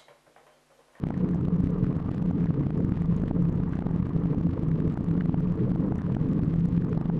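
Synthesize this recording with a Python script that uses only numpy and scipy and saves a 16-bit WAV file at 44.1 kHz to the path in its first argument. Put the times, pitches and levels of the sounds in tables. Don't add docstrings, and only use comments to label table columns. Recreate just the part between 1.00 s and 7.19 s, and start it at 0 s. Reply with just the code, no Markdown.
import sys
import numpy as np
from scipy import signal
from scipy.fft import rfft, irfft, next_fast_len
from scipy.io import wavfile
from scipy.ndimage import uniform_filter1d, map_coordinates

SR = 44100
rng = np.random.default_rng(int(sys.argv[2]) if len(sys.argv) > 2 else 0)


def pcm_store(signal):
    levels = np.round(np.clip(np.atleast_2d(signal), -1, 1) * 32767)
    wavfile.write(sys.argv[1], SR, levels.astype(np.int16).T)


N = 272979

# time_s, level_db
WIND_STRENGTH = [(0.03, -52.5), (0.27, -50), (0.64, -53.5), (0.78, -51), (2.14, -53), (2.65, -50.5),
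                 (2.98, -52), (3.39, -51.5), (3.91, -53), (4.48, -55), (4.78, -50), (5.06, -50.5),
                 (5.54, -53), (5.74, -57), (6.03, -49), (6.15, -57)]
# freq_hz, density_db
RUSH_SPECTRUM = [(150, 6), (400, -10), (620, -3), (900, 6), (1200, 5.5), (1450, -6), (1900, -8),
                 (2250, -17.5), (2650, -25), (2950, -21), (3350, -31.5), (4000, -34.5), (5500, -42),
                 (10000, -47.5), (13000, -54.5)]
# freq_hz, density_db
BUFFET_SPECTRUM = [(10, -43.5), (24, -6), (45, -20), (110, -2), (180, 10.5), (400, -33), (1000, -84)]
# freq_hz, density_db
CREAK_SPECTRUM = [(300, -3), (1400, 17.5), (3000, 11.5), (5000, 1), (7500, -10), (10300, -15.5),
                  (15000, -45)]
# freq_hz, density_db
TICK_SPECTRUM = [(300, -9), (1500, 22.5), (3000, 11), (4500, 0.5), (6000, -8.5), (8000, -10), (10300, -18),
                 (12000, -32.5), (15000, -44.5)]
# centre_s, rise_db
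TICK_SURGES = [(0.088, 7.5), (0.174, 8), (0.348, 6.5), (0.644, 5), (0.844, 5.5), (0.959, 7.5), (1.135, 5),
               (1.412, 4), (1.951, 9), (2.02, 2.5), (2.177, 11), (2.278, 9.5), (2.739, 6.5), (3.065, 7.5),
               (3.799, -1), (3.918, 8), (4.589, 5), (5.02, 5), (5.137, 7.5), (5.228, 4), (5.525, 6.5),
               (5.935, 3)]
# centre_s, level_db
SAND_SCRAPES = [(1.15, -59), (2.19, -60.5), (2.751, -53), (5.009, -63), (5.13, -66.5), (5.931, -62.5)]
# start_s, strength_db
GRIT_HITS = [(0.141, -45.5), (0.334, -49), (0.845, -51), (1.122, -50), (1.467, -41), (2.7317, -38.5),
             (2.7687, -48), (3.913, -52), (4.079, -54), (4.2066, -35.5), (4.592, -49), (4.9869, -39),
             (5.774, -53), (5.926, -48.5)]
# freq_hz, width_hz, gain_db
FRAME_MODES = [(1530, 330, -5), (1770, 220, -2), (2970, 500, -22)]
# freq_hz, width_hz, gain_db
FORK_MODES = [(137.9, 22, 8.5), (172.3, 36, 2.5), (202.4, 31, -1.5), (252.8, 34, 0), (289, 46, -0.5),
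              (331.2, 33, -7.5)]
# freq_hz, width_hz, gain_db
SHUDDER_MODES = [(31.56, 3, 4), (60.9, 8.6, -13), (87.7, 10, 0.5)]
# freq_hz, width_hz, gain_db
CASING_MODES = [(431.8, 40, 3), (503.4, 48, -6), (605.5, 80, -19.5)]
# centre_s, rise_db
CASING_GROWLS = [(0.23, 9), (0.295, 8.5), (0.523, 7.5), (0.703, 6), (0.766, 8), (0.828, 5.5), (0.915, 7),
                 (1.246, 4.5), (1.414, 5), (1.573, 8), (1.799, 12), (2.186, 7.5), (2.276, 4), (2.376, 7.5),
                 (2.592, 4.5), (2.859, 3.5), (3.195, 6.5), (3.33, 9.5), (3.586, 8), (3.798, 5.5),
                 (3.863, 8), (4.161, 5), (4.442, 4.5), (4.596, 10.5), (4.679, 7.5), (4.84, 10), (4.91, 9.5),
                 (5.109, 8), (5.24, 6.5), (5.368, 6), (5.92, 11.5), (6.155, 5)]
# centre_s, boom_rise_db, shake_rise_db
ROUGH_PATCHES = [(0.26, -3.5, 8), (0.409, 7.5, 1.5), (0.60, -0.5, 0), (0.772, 1, 4), (0.858, 12, -1),
                 (1.351, 4.5, 5.5), (1.60, 9, 2.5), (1.8, 1, 5.5), (2.111, 9, -3), (2.4, 4.5, 3.5),
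                 (2.87, 0, 0.5), (3.33, 3.5, 6), (3.857, -1, 6.5), (4.18, 3.5, 6), (4.659, 10, 4.5),
                 (4.871, 8.5, 13.5), (5.118, 9, 1.5), (5.28, 5.5, 3.5), (5.392, 2.5, 7.5), (5.899, 3, 4)]
# time_s, pitch_hz
TREAD_PITCH = [(0.05, 176), (0.9, 181.9), (0.95, 169.2), (1.41, 177.1), (1.61, 143), (1.75, 165.8),
               (1.8, 140), (1.88, 187.7), (1.95, 166.3), (2.7, 176.7), (3.28, 163.5), (3.34, 147.4),
               (3.45, 161.3), (3.89, 160.5), (3.94, 184.4), (4.08, 169.4), (5.06, 176.6), (5.28, 143.6),
               (5.35, 162.1), (5.88, 174.9), (5.95, 152.8), (6.15, 169)]
# time_s, level_db
TREAD_LOAD = [(0.0, -37.5), (0.03, -30), (0.1, -35), (0.24, -22.5), (0.27, -38), (0.31, -26), (0.52, -33),
              (0.53, -23.5), (0.71, -31.5), (0.74, -24.5), (0.96, -33.5), (1.0, -37), (1.08, -33),
              (1.14, -38), (1.28, -22), (1.31, -34.5), (1.36, -23.5), (1.55, -27.5), (1.57, -36.5),
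              (1.67, -30.5), (1.71, -39.5), (2.14, -24.5), (2.17, -31.5), (2.22, -26), (2.28, -39),
              (2.38, -24.5), (2.83, -34.5), (2.86, -26.5), (3.0, -26), (3.07, -41), (3.1, -25), (3.21, -31),
              (3.22, -22.5), (3.29, -25), (3.38, -35.5), (3.45, -23.5), (3.5, -27), (3.53, -41),
              (3.64, -27), (3.65, -31), (3.69, -23), (3.79, -23.5), (3.83, -33), (4.38, -26.5),
              (5.07, -32.5), (5.1, -24), (5.31, -38.5), (5.36, -27), (5.66, -23), (5.67, -31.5),
              (5.77, -24), (5.88, -35.5), (5.98, -26), (6.02, -36.5), (6.05, -28.5), (6.19, -28)]
# freq_hz, density_db
CRACKLE_SPECTRUM = [(300, -5.5), (600, 12.5), (1100, 26.5), (1600, 22), (3000, 8.5), (5000, -1),
                    (7500, -13), (10300, -8), (12000, -21.5), (15000, -34)]
# freq_hz, density_db
SNAP_SPECTRUM = [(3000, -22), (6000, 2.5), (8000, -2), (10300, -11.5), (12000, -16), (15000, -33)]
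# time_s, thump_db, softness_ms, crackle_db (before the cap), snap_db
SHARP_KNOCKS = [(0.0383, -14.5, 0.34, -28.5, -70.0), (0.0699, -16, 0.33, -44.5, -64.5),
                (0.0877, -24.5, 0.2, -52.5, -67), (0.1062, -12, 0.06, -46.5, -60),
                (0.1419, -19.5, 0.31, -39, -71), (0.1775, -20.0, 0.31, -46.5, -59),
                (0.2136, -19.5, 0.49, -47, -73), (0.2466, -14, 0.38, -42.5, -68),
                (0.29, -24, 0.31, -41, -64), (0.312, -18.5, 0.43, -51, -62),
                (0.3469, -16.5, 0.26, -52, -58.5), (0.359, -12, 0.33, -44, -60.0),
                (0.4117, -21.5, 0.47, -45.5, -63.5), (0.4529, -21.5, 0.41, -44.5, -71.5),
                (0.484, -15.5, 0.3, -42, -68.5), (0.543, -18, 0.68, -45, -66.5),
                (0.564, -21.5, 0.3, -58, -63.5), (0.6051, -18, 0.34, -51, -61.5),
                (0.641, -13, 0.55, -45.5, -59.5), (0.6571, -25, 0.37, -51, -65.5),
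                (0.6721, -15, 0.43, -43, -71.5), (0.7059, -21.5, 0.47, -48.5, -61),
                (0.7842, -20.5, 0.85, -42, -68), (0.8441, -15.5, 0.48, -41.5, -68.5),
                (0.8665, -20.5, 0.39, -41.5, -69.5), (0.9281, -15.5, 0.35, -42.5, -73),
                (0.9672, -15.5, 0.36, -46.5, -58), (1.0037, -18.5, 0.22, -41.5, -68.5),
                (1.0618, -17, 0.39, -46, -68), (1.0926, -13, 0.25, -43, -59.5),
                (1.115, -17, 0.3, -42, -61.5), (1.1481, -19, 0.29, -51.5, -57.5),
                (1.163, -21.5, 0.38, -46.5, -67), (1.1813, -21, 0.32, -42, -71),
                (1.225, -18.5, 0.35, -45, -62.0), (1.2611, -18, 0.41, -49.5, -63.5),
                (1.3115, -16, 0.12, -48.5, -61), (1.4086, -18, 0.42, -49, -68),
                (1.4428, -16.5, 0.4, -44, -65), (1.4586, -14.5, 0.37, -39.5, -68),
                (1.5065, -13.5, 0.28, -39, -76.5), (1.6109, -17, 0.33, -47.0, -69.5),
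                (1.6366, -19.5, 0.37, -47.5, -74), (1.6681, -15.0, 0.3, -44.5, -66.5),
                (1.7063, -20, 0.3, -41.5, -70.5), (1.7762, -20, 0.39, -46, -61),
                (1.806, -15.5, 0.33, -41.0, -67), (1.8483, -15, 0.5, -46.5, -60),
                (1.8942, -17, 0.43, -41.5, -64.0), (1.9219, -12.5, 0.39, -41.5, -71.5),
                (1.9732, -16.5, 0.28, -32, -68.5), (2.0207, -19.5, 0.32, -45, -60),
                (2.0579, -16.5, 0.35, -47.5, -62), (2.1262, -14.5, 0.48, -45.5, -66.5),
                (2.1438, -20, 0.48, -45, -70.5), (2.1653, -18.5, 0.38, -51, -57.5),
                (2.1998, -17, 0.42, -50.5, -64), (2.2195, -19.5, 0.44, -45, -63.0),
                (2.2375, -13, 0.32, -38.5, -71.5), (2.2814, -19.5, 0.43, -43, -67.5),
                (2.3123, -9.5, 0.15, -38.5, -73.5), (2.4243, -19, 0.85, -50.5, -63.5),
                (2.4541, -16.5, 0.45, -43, -67.5), (2.4957, -15.5, 0.37, -57.5, -62),
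                (2.5273, -19, 0.35, -51, -61.5), (2.5568, -17.0, 0.75, -55, -62.5),
                (2.6024, -15.5, 0.36, -44, -72.5), (2.636, -19.5, 0.41, -43.5, -71.5),
                (2.694, -18, 0.41, -51.5, -61.0), (2.7256, -18, 0.37, -49, -64.5),
                (2.741, -23.5, 0.48, -46, -71.5), (2.7559, -15.5, 0.37, -61.5, -58.5),
                (2.7721, -27, 0.32, -47, -77), (2.7908, -14.5, 0.25, -40, -65.5),
                (2.824, -17.5, 0.06, -49.5, -69.5), (2.8677, -12.5, 0.17, -40.5, -70.0),
                (2.9121, -13.5, 0.32, -47, -62), (2.9623, -13, 0.39, -45.0, -62.5),
                (3.0016, -14.5, 0.51, -46, -70.5), (3.0276, -18, 0.62, -41.5, -75.5),
                (3.069, -18.5, 0.32, -44, -62), (3.0938, -17.5, 0.36, -48, -64),
                (3.1658, -14.5, 0.34, -51, -63.5), (3.1986, -17.5, 0.42, -48, -66),
                (3.2377, -18.5, 0.44, -44.0, -73), (3.2576, -11.5, 0.34, -38, -68.5),
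                (3.3467, -14, 0.2, -32, -70.5), (3.3832, -17, 0.41, -45.5, -66.5),
                (3.4123, -16, 0.35, -44, -65.5), (3.4701, -18, 0.29, -48.5, -68),
                (3.4934, -15.5, 0.65, -47, -66), (3.539, -17.5, 0.29, -47, -71),
                (3.594, -14.5, 0.51, -48, -66), (3.6343, -13.5, 0.38, -48, -59.5),
                (3.6859, -14.5, 0.42, -45.5, -61.5), (3.7162, -20.5, 0.51, -44.5, -67.5),
                (3.8034, -16, 0.42, -41.5, -65), (3.8785, -17.5, 0.5, -42, -63),
                (3.9237, -18.5, 0.33, -47.5, -60), (3.9422, -21.0, 0.24, -47, -60.5),
                (3.9753, -15.5, 0.06, -43, -62), (4.0094, -18, 0.34, -51, -64.5),
                (4.044, -21.5, 0.46, -48.5, -58), (4.086, -19.5, 0.39, -47, -66),
                (4.1133, -16, 0.48, -42.5, -62.5), (4.1787, -14.5, 0.36, -43, -72),
                (4.2214, -13, 0.3, -43.0, -67), (4.2588, -17.5, 0.33, -44, -64.5),
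                (4.295, -13, 0.31, -43, -72.5), (4.3442, -10.5, 0.08, -43.5, -68),
                (4.4058, -18, 0.37, -44.0, -62.5), (4.474, -16.5, 0.48, -46, -70.5),
                (4.523, -17, 0.38, -45.0, -61.5), (4.5566, -19.5, 0.36, -49, -64.5),
                (4.6952, -18.5, 0.39, -50, -66), (4.718, -12.5, 0.38, -40.5, -72),
                (4.7598, -18, 0.14, -45, -64), (4.8066, -17, 0.4, -49, -68),
                (4.8656, -19, 0.23, -49.5, -67), (4.8859, -19, 0.33, -45, -68),
                (4.9229, -12, 0.06, -47, -62.5), (4.9574, -20, 0.34, -49, -59.0),
                (4.9829, -16.5, 0.45, -50.5, -59.5), (4.9985, -17.5, 0.47, -51, -66.5),
                (5.0189, -22, 0.24, -42.5, -60.5), (5.0661, -20, 0.69, -45, -69.5),
                (5.1223, -17.5, 0.71, -47, -64.5), (5.1488, -16.5, 0.35, -42, -68),
                (5.168, -13, 0.14, -49, -68.0), (5.2153, -15, 0.43, -44, -63.5),
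                (5.2886, -21, 0.67, -48.5, -69), (5.3322, -21, 0.58, -50, -59),
                (5.3929, -13.5, 0.32, -41.5, -65.5), (5.4345, -17, 0.45, -42, -73.5),
                (5.4471, -15.5, 0.42, -48, -63.5), (5.481, -16, 0.44, -48, -64),
                (5.5396, -18, 0.31, -42, -68), (5.5606, -15, 0.42, -48.5, -62.5),
                (5.5972, -20.5, 0.4, -53, -60), (5.6564, -18.5, 0.38, -47.5, -58),
                (5.688, -18.0, 0.41, -52, -61.5), (5.7308, -15, 0.66, -50.5, -65.5),
                (5.778, -13.5, 0.46, -40, -71.5), (5.8217, -21.5, 0.55, -45, -66.5),
                (5.8477, -22, 0.38, -45.5, -65), (5.8953, -19.5, 0.42, -49.5, -59.5),
                (5.9303, -23.5, 0.45, -32, -69.5), (5.9487, -16.5, 0.36, -46, -69.5),
                (5.9764, -12.5, 0.27, -42.5, -71.5), (6.0135, -18.0, 0.28, -41.5, -69.5),
                (6.0577, -16, 0.38, -44.5, -70.5), (6.0997, -14, 0.06, -43.5, -74.5)]

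SURGE_HALF_S = 0.028


def amp(db):
    return 10 ** (np.asarray(db) / 20)


def unit(x):
    return x / np.sqrt(np.mean(x ** 2) + 1e-20)


def evened(x, samples):
    return unit(x / np.sqrt(np.abs(uniform_filter1d(x ** 2, size=samples)) + 1e-6))


def curve(rows):
    return np.interp(np.arange(N) / SR, *np.transpose(rows))


def swells(rows, half_s):
    t = np.arange(N) / SR
    return sum(height * np.exp(-((t - centre_s) / half_s) ** 2) for centre_s, height in rows)


def wobble(rate_hz):
    knots = rng.standard_normal(int(N * rate_hz / SR) + 4)
    return map_coordinates(knots, [np.arange(N) * rate_hz / SR])


def filtered(x, response):
    size = next_fast_len(N + SR // 2)
    return irfft(rfft(x, size) * response(np.fft.rfftfreq(size, 1 / SR)), size)[:N]


def coloured(x, spectrum):
    freq_hz, db = np.transpose(spectrum)
    return filtered(x, lambda hz: amp(np.interp(np.log(hz + 1), np.log(freq_hz), db)))


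def shaken(modes):
    def band(hz, width_hz):
        bandpass = lambda f: 1j * f * width_hz / (hz * hz - f * f + 1j * f * width_hz)
        return filtered(rng.standard_normal(N), lambda f: bandpass(f) ** 2)
    return unit(sum(amp(db) * band(hz, width_hz * np.sqrt(2)) for hz, width_hz, db in modes))


def add(track, start_s, sound):
    part = track[max(round(start_s * SR), 0):][:len(sound)]
    part += sound[:len(part)]


def wind(trim_db=1.24, gust_db=0.9, flutter_db=3.5, buffet_db=-34):
    rush_db = curve(WIND_STRENGTH) + trim_db + gust_db * wobble(12) + flutter_db * wobble(90)
    rush = amp(rush_db) * unit(coloured(rng.standard_normal(N), RUSH_SPECTRUM))
    buffet = amp(buffet_db + wobble(51)) * unit(coloured(rng.standard_normal(N), BUFFET_SPECTRUM))
    return rush + buffet


def faint_ticks(sway, level_db=-67.5, scatter_db=4.3):
    turns = np.diff(np.sign(np.gradient(sway)), prepend=0) != 0
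    ticks = turns * np.sign(sway) * np.abs(sway) ** .6 * amp(scatter_db * rng.standard_normal(N))
    envelope = amp(level_db + swells(TICK_SURGES, SURGE_HALF_S) + wobble(22))
    return envelope * unit(coloured(ticks, TICK_SPECTRUM))


def mount_creak(level_db=-63, median_slip_hz=169.9, clump_db=2, scatter_db=3):
    slip_hz = median_slip_hz * np.exp(0.6 * wobble(500))
    slips = np.diff(np.floor(np.cumsum(slip_hz) / SR), prepend=0)
    size_db = clump_db * wobble(110) + scatter_db * rng.standard_normal(N)
    clicks = slips * rng.choice([-1, 1], N) * amp(size_db)
    envelope = amp(level_db + .5 * swells(TICK_SURGES, SURGE_HALF_S))
    return envelope * unit(coloured(clicks, CREAK_SPECTRUM))


def sand(grain_db=5):
    grains = rng.standard_normal(N) * amp(grain_db * wobble(700))
    envelope = swells([(centre_s, amp(db)) for centre_s, db in SAND_SCRAPES], half_s=0.027)
    return envelope * unit(coloured(grains, TICK_SPECTRUM))


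def grit(boost_db=4.5, attack_s=0.001, t60_s=0.032):
    envelope, t = np.zeros(N), np.arange(SR // 10) / SR
    clack = (1 - np.exp(-t / attack_s)) * amp(-60 * t / t60_s)
    for start_s, strength_db in GRIT_HITS:
        add(envelope, start_s, amp(strength_db + boost_db) * clack)
    return envelope * evened(shaken(FRAME_MODES), samples=160)


def tread_drone(trim_db=-2, flutter_db=2, jitter_rad=0.18, wander_hz=1):
    pitch_hz = curve(TREAD_PITCH) + wander_hz * wobble(16)
    phase = 2 * np.pi * np.cumsum(pitch_hz) / SR
    t, knock_s = np.arange(N) / SR, np.sort(np.transpose(SHARP_KNOCKS)[0])
    drift_rad = np.unwrap(2 * np.interp(knock_s, t, phase)) / 2
    phase = phase - np.interp(t, knock_s, drift_rad) + jitter_rad * wobble(45)
    level_db = curve(TREAD_LOAD) + trim_db + flutter_db * wobble(30)
    return amp(level_db) * np.sqrt(2) * np.sin(phase)


def road_rumble(boom_db=-35, fork_db=-33.5, casing_db=-45, shudder_db=-37.5, flutter_db=2):
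    centre_s, *rises_db = np.transpose(ROUGH_PATCHES)
    boom_rise_db, shake_rise_db = [swells(zip(centre_s, db), half_s=0.055) for db in rises_db]
    growl_db = swells(CASING_GROWLS, half_s=0.038)
    boom = amp(boom_db + boom_rise_db) * evened(shaken(FORK_MODES[:1]), samples=2200)
    shake_db = fork_db + shake_rise_db + flutter_db * wobble(14)
    fork = amp(shake_db) * evened(shaken(FORK_MODES[1:]), samples=1100)
    casing = amp(casing_db + growl_db) * evened(shaken(CASING_MODES), samples=1400)
    return boom + fork + casing + amp(shudder_db) * shaken(SHUDDER_MODES)


def knock_shape(t, lead_s=0.00093, rise_s=0.00063, fall_s=0.00039,
                stuck_s=0.00048, rebound_s=0.0003, settle_s=0.001, rebound_gain=1.2):
    peak = np.exp(-np.abs(t + lead_s) / np.where(t < -lead_s, rise_s, fall_s))
    freed_s = np.maximum(t - stuck_s, 0)
    rebound = rebound_gain * (1 - np.exp(-freed_s / rebound_s)) * np.exp(-freed_s / settle_s)
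    return rebound - peak


def with_knocks(sway, gap_s=0.002, burst_rise_s=0.0011, burst_fall_s=0.0013, crackle_cap_db=-40):
    thumps, crackle_env, snap_env, gaps = np.zeros((4, N))
    t = np.arange(-(SR // 100), SR // 100) / SR
    heading = np.sign(np.gradient(uniform_filter1d(sway, size=60)))
    shape = knock_shape(t)
    burst = np.exp(-(t / np.where(t < 0, burst_rise_s, burst_fall_s)) ** 2)
    for time_s, thump_db, softness_ms, crackle_db, snap_db in SHARP_KNOCKS:
        smoothing = np.exp(-.5 * (1000 * t / max(softness_ms, .09)) ** 2)
        swing = signal.fftconvolve(shape, smoothing, "same")
        direction = heading[min(round(time_s * SR), N - 1)]
        start_s = time_s + t[0]
        add(thumps, start_s, direction * amp(thump_db) * swing / np.abs(swing).max())
        add(gaps, start_s, np.exp(-(t / gap_s) ** 2))
        add(crackle_env, start_s, amp(min(crackle_db, crackle_cap_db)) * burst)
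        add(snap_env, start_s, amp(snap_db) * burst)
    crackles = crackle_env * evened(coloured(rng.standard_normal(N), CRACKLE_SPECTRUM), samples=120)
    snaps = snap_env * evened(coloured(rng.standard_normal(N), SNAP_SPECTRUM), samples=120)
    return sway * (1 - np.clip(gaps, 0, 1)) + thumps + crackles + snaps


def scene():
    sway = tread_drone() + road_rumble()
    return (with_knocks(sway) + wind() + faint_ticks(sway) + mount_creak() + grit() + sand())[None]


def gain_control(x, threshold_db=-58, mids_db=-16, max_duck_db=14, delay_s=0.004, release_s=0.021):
    sidechain = filtered(x, lambda hz: (hz > 4500) + amp(mids_db) * (hz > 650))
    power = np.abs(uniform_filter1d(sidechain ** 2, size=44)) / amp(threshold_db) ** 2
    trigger = power / (1 + power)
    fade = np.arange(N) / SR / release_s
    held = np.exp(np.maximum.accumulate(np.log(trigger + 1e-9) + fade) - fade)
    delayed = np.interp(np.arange(N) - delay_s * SR, np.arange(N), held)
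    return x * amp(-max_duck_db * uniform_filter1d(delayed, size=90))


def record(dry, gain_db=3, ceiling=0.26, cutoff_hz=14900):
    ducked = amp(gain_db) * gain_control(dry[0])
    clipped = ducked / (1 + np.abs(ducked / ceiling) ** 6) ** (1 / 6)
    return signal.sosfilt(signal.butter(12, cutoff_hz, fs=SR, output="sos"), clipped)[None]


dry = scene()
out = record(dry)
pcm_store(out)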